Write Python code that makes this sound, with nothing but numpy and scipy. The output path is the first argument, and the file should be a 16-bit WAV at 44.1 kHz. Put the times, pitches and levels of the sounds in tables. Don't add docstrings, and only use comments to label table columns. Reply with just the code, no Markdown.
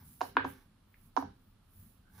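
import sys
import numpy as np
from scipy import signal
from scipy.fft import rfft, irfft
from scipy.io import wavfile

SR = 44100
rng = np.random.default_rng(int(sys.argv[2]) if len(sys.argv) > 2 else 0)


def file_out(sig):
    cols = np.atleast_2d(sig).T
    lim = np.clip(cols, -1, 1)
    pcm = np.round(lim * 32767).astype(np.int16)
    wavfile.write(sys.argv[1], SR, pcm)


N = 97020
TIME = np.arange(N) / SR


def from_db(db):
    return 10 ** (np.asarray(db) / 20)


def rms_one(x):
    return x / np.sqrt(np.mean(x ** 2) + 1e-20)


def pan(db):
    return from_db(np.array([[db], [-db]]) / 2)


def at_hz(points, hz):
    f, values = np.transpose(points)
    return np.interp(np.log(hz), np.log(f), values)


def band(x, low, high, order=2):
    sos = signal.butter(order, [low, min(high, .49 * SR)], "band", fs=SR, output="sos")
    return signal.sosfilt(sos, x + 1e-18)


def convolve(x, response):
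    return signal.fftconvolve(np.atleast_2d(x), np.atleast_2d(response), axes=-1)[:, :N]


def click(s):
    return 1. * (np.arange(N) == int(s * SR))


def ring(hz, t60, lag=0):
    age = np.maximum(TIME - lag, 0)
    return np.sin(2 * np.pi * hz * age) * from_db(-60 * age / t60)


def hiss(spectrum):
    hz = np.maximum(np.arange(N // 2 + 1) * SR / N, 1)
    coloured = irfft(rfft(rng.standard_normal((2, N))) * from_db(at_hz(spectrum, hz)), N)
    return rms_one(band(coloured, 1200, 20000))


def resonate(x, modes):
    return rms_one(sum(from_db(db) * rms_one(band(x, hz - width / 2, hz + width / 2))
                       for hz, width, db in modes))


def swell(s, rise, fall, db, pan_db=0):
    width = np.where(TIME < s, rise, fall)
    return from_db(db) * pan(pan_db) * np.exp(-.5 * ((TIME - s) / width) ** 2)


def strokes(rows):
    return np.sqrt(sum(swell(*row) ** 2 for row in rows))


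# f/Hz, likeness/0-1
MIC_LIKENESS = [(60, .999), (130, 0.94), (260, 0.9), (500, 0), (1000, 0.7), (2000, 0.19), (4000, 0),
                (12000, 0.048)]
# f/Hz, pan/dB
ROOM_LEAN = [(100, -0.5), (260, 1), (500, -4.5), (1200, -1.5), (4000, -1.5), (8500, -13.5), (15000, -14)]
def diffuse_bands():
    edges = 22 * 2 ** (np.arange(30) / 3)
    white = rng.standard_normal((2, 2, N))
    for k, (low, high) in enumerate(zip(edges, edges[1:])):
        mid, side = band(white[k % 2], low, high)
        hz = np.sqrt(low * high)
        alike = at_hz(MIC_LIKENESS, hz)
        noise = np.sqrt(1 + alike) * mid + np.sqrt(1 - alike) * side * [[1], [-1]]
        yield hz, noise * pan(at_hz(ROOM_LEAN, hz))


# f/Hz, relative level/dB
AIR_SPECTRUM = [(25, 7), (50, -1.5), (72, -5.5), (100, 4.5), (126, -9), (205, -5.5), (260, -9),
                (380, -17.5), (700, -22), (1250, -19), (1900, -27.5), (3700, -26), (7600, -41),
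                (11500, -32.5), (15800, -60)]
def still_air(level_db=-65):
    noise = sum(noise * from_db(at_hz(AIR_SPECTRUM, hz)) for hz, noise in diffuse_bands())
    return from_db(level_db) * rms_one(noise)


# peak t/s, rise/s, fall/s, level/dB, pan/dB
SCRAPE_STROKES = [(0.0, .02, 0.041, -68.5, -6.5), (.56, .04, 0.057, -67, -6),
                  (2.2, 0.041, 0.059, -62.5, -6.5)]
# f/Hz, width/Hz, relative level/dB
SCRAPE_RESONANCES = [(393.5, 90, -7), (896, 250, 0.5), (1092, 100, -4), (1590, 280, 0.5), (2170, 150, -6),
                     (4060, 1300, -5), (5130, 1600, -5)]
def board_scrapes(slips_per_s=2500):
    slips = (rng.random((2, N)) < slips_per_s / SR) * rng.standard_normal((2, N))
    return strokes(SCRAPE_STROKES) * resonate(slips + slips.mean(axis=0), SCRAPE_RESONANCES)


# peak t/s, rise/s, fall/s, level/dB, pan/dB
PALM_STROKES = [(.01, .04, 0.082, -65, 3), (.95, .055, 0.11, -76, 2), (1.49, 0.086, 0.036, -78, 3),
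                (1.8, 0.051, .045, -67.5, 7.5)]
# f/Hz, relative level/dB
PALM_SPECTRUM = [(2000, -7), (5000, -36), (8500, -12), (11200, 1.5), (13200, -7), (15100, 14), (15800, -4)]
# peak t/s, rise/s, fall/s, level/dB, pan/dB
DOUGH_STROKES = [(.08, 0.031, .11, -56, -4), (.25, 0.032, 0.04, -54.5, -9.5),
                 (.495, 0.021, 0.03, -54.5, -10), (.57, .04, 0.059, -67.5, -7.5),
                 (1.06, 0.055, .03, -67, -10), (1.205, .025, 0.02, -61, -8),
                 (1.83, 0.084, 0.092, -62.5, -9), (2.2, 0.051, 0.055, -59, -6.5)]
# f/Hz, relative level/dB
DOUGH_SPECTRUM = [(1500, -12), (2700, -15.5), (4000, -13), (7000, -11), (8500, -8.5), (10000, -2),
                  (11500, 4), (13000, -9), (15800, 5.5)]
def rubbing(grain_db=1.5):
    grain = from_db(grain_db * rms_one(band(rng.standard_normal(N), 15, 300)))
    dough = strokes(DOUGH_STROKES) * hiss(DOUGH_SPECTRUM)
    palm = strokes(PALM_STROKES) * hiss(PALM_SPECTRUM)
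    return grain * (palm + dough)


# peak t/s, rise/s, fall/s, level/dB
PRESS_STROKES = [(.05, 0.15, 0.098, -56.5), (.3, 0.045, 0.067, -60.5), (.45, .06, 0.066, -53),
                 (.67, 0.014, 0.038, -63), (1.07, 0.052, 0.028, -61.5), (1.245, 0.019, 0.058, -50.5),
                 (1.48, 0.019, 0.01, -61), (1.84, 0.046, 0.044, -56), (1.995, 0.012, 0.038, -63),
                 (2.2, .06, 0.046, -57.5)]
# f/Hz, width/Hz, relative level/dB
WORKTOP_MODES = [(72, 20, -4), (95.4, 11, -1), (146.66, 25, -5), (198, 25, -5), (231.9, 19, -7)]
def dough_presses():
    rumble = resonate(rng.standard_normal(N + SR), WORKTOP_MODES)[SR:]
    return strokes(PRESS_STROKES) * rumble


def wood_knock(s, hz, width_hz=403, body_db=-13):
    knock = band(click(s), hz - width_hz / 2, hz + width_hz / 2)
    body = from_db(body_db) * band(click(s), 340, 580, order=3)
    return band(knock - body, 210, 1730, order=4)


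def hard_clack(s, lag_s=.0011):
    clack = band(click(s + lag_s), 1198, 1672, order=1)
    return band(clack, 797, 3750, order=5)


def flour_crunch(s, decay_s=.0015):
    age = np.maximum(TIME - s, 0) / decay_s
    burst = rng.standard_normal(N) * np.sqrt(age) * np.exp(-np.minimum(age, 60))
    unit_burst = burst / np.sqrt(np.sum(burst ** 2) + 1e-20)
    return band(unit_burst, 2300, 6100, order=3)


# t/s, knock f/Hz, knock level/dB, thud level/dB, clack level/dB,
# crunch level/dB, pan/dB, place along the board/0-1 (levels before filtering and overall gains)
BLOWS = [(0.208, 843, -6, -25, -10, -34.5, -9, 1), (0.2136, 906, 8, -12.5, -13.5, -21, -3, 0.39),
         (0.3527, 753, -37, -11.5, -29, -59.5, -1, 0.09), (0.3678, 1078, 16.5, -4, 8, -46, 0.5, .1),
         (0.4446, 526, -6.5, -10, -17, -35, -5.5, 0.7), (0.4490, 966, 3.5, -6, -26.5, -36, 2, 0.38),
         (1.1653, 930, -5.5, -31.5, -16, -32, -28.5, .2), (1.1732, 996, 10, 0, -38, -29.5, -4.5, 0.52),
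         (1.2244, 913, -6.5, -12, -53, -46, -12.5, 0.76)]
# f/Hz, relative level/dB, t60/s, pan/dB
BOARD_MODES = [(400.6, -28, 0.26, 12.5), (516.5, -35.5, 0.29, 6), (657.6, -32, .04, -1.5),
               (756, -26, 0.073, -5.5), (808, -26.5, .2, -7.5), (943.7, -29, 0.065, -20),
               (1033.8, -27, 0.032, -25), (1157, -36.5, 0.0804, -14.5), (1290, -32, 0.02, 13),
               (1575, -23, 0.2, 9.5), (1920, -47, .06, -16), (1985, -43, 0.14, 0.5), (3027, -37, .05, -33),
               (3640, -43.5, .05, -16.5)]
def board_knocks(contact_db=5, ring_db=-20.5, place_depth_db=-4.5, flex_db=-21, flex_swell_s=.013):
    lag_s = np.array([[.0003], [0]])
    rings = np.array([from_db(db + ring_db) * pan(pan_db) * ring(hz, t60, lag_s)[:, :SR // 3]
                      for hz, db, t60, pan_db in BOARD_MODES])
    knocks, thuds = 0, 0
    for s, hz, knock_db, thud_db, clack_db, crunch_db, pan_db, place in BLOWS:
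        force = from_db(knock_db) * wood_knock(s, hz)
        force += from_db(clack_db) * hard_clack(s)
        force += from_db(crunch_db) * flour_crunch(s)
        shares = from_db(place_depth_db * np.cos(np.pi * place * np.arange(len(BOARD_MODES))))
        ringing = convolve(force, np.tensordot(shares, rings, 1))
        knocks += pan(pan_db) * (from_db(contact_db) * force + ringing)
        thuds += from_db(thud_db) * click(s)
    onset = 1 - np.exp(-(TIME / flex_swell_s) ** 2)
    flex = from_db(flex_db) * ring(hz=265.5, t60=.092) * onset
    return knocks + convolve(thuds, flex)


# delay t/s, level/dB, pan/dB
TILE_ECHOES = [(.00078, -19.5, 22), (.0029, -8.5, -8), (.0062, -20.5, -11), (0.0103, -14, 1)]
# f/Hz, relative level/dB
TAIL_SPECTRUM = [(100, -50), (270, -6.5), (450, 2), (800, -4), (1500, -0.5), (3000, -1), (6000, 2.5),
                 (12000, -23)]
# f/Hz, t60/s
TAIL_DECAY = [(100, 0.63), (500, 0.25), (900, 0.13), (1600, 0.32), (4000, .42), (12000, 0.15)]
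def kitchen_reverb(x, tail_db=-34.5, build_s=.0031):
    tail = sum(noise * from_db(at_hz(TAIL_SPECTRUM, hz) - 60 * TIME / at_hz(TAIL_DECAY, hz))
               for hz, noise in diffuse_bands())
    tail *= from_db(tail_db) * pan(-.5) * (1 - np.exp(-TIME / build_s))
    echoes = sum(from_db(db) * pan(pan_db) * click(delay) for delay, db, pan_db in TILE_ECHOES)
    return convolve(x.mean(axis=0), tail + echoes)


def wall_dip(x, share=.16):
    return x - np.array([[share], [0]]) * band(x, 570, 590, order=1)


def sticky_tick(s=.9425, gain_db=-23):
    return from_db(gain_db) * band(click(s), 1710, 2320)


# t/s, f/Hz, level/dB
SQUEAK_GLIDE = [(2.028, 1490, -92), (2.075, 1520, -63.5), (2.12, 1590, -74), (2.2, 1630, -76)]
def skin_squeak(width_hz=130):
    s, hz, db = np.transpose(SQUEAK_GLIDE)
    lowpass = signal.butter(2, width_hz / 2, fs=SR, output="sos")
    waver = rms_one(signal.sosfilt(lowpass, rng.standard_normal((2, N))))
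    tone = np.sin(2 * np.pi * np.cumsum(np.interp(TIME, s, hz)) / SR)
    envelope = from_db(np.interp(TIME, s, db)) * (TIME > s[0])
    return waver * tone * envelope


def scene():
    impacts = board_knocks() + sticky_tick()
    in_room = wall_dip(impacts + kitchen_reverb(impacts))
    return in_room + rubbing() + dough_presses() + board_scrapes() + skin_squeak() + still_air()


def record(dry):
    return signal.sosfilt(signal.ellip(12, .1, 80, 15500, fs=SR, output="sos"), dry)


dry = scene()
out = record(dry)
file_out(out)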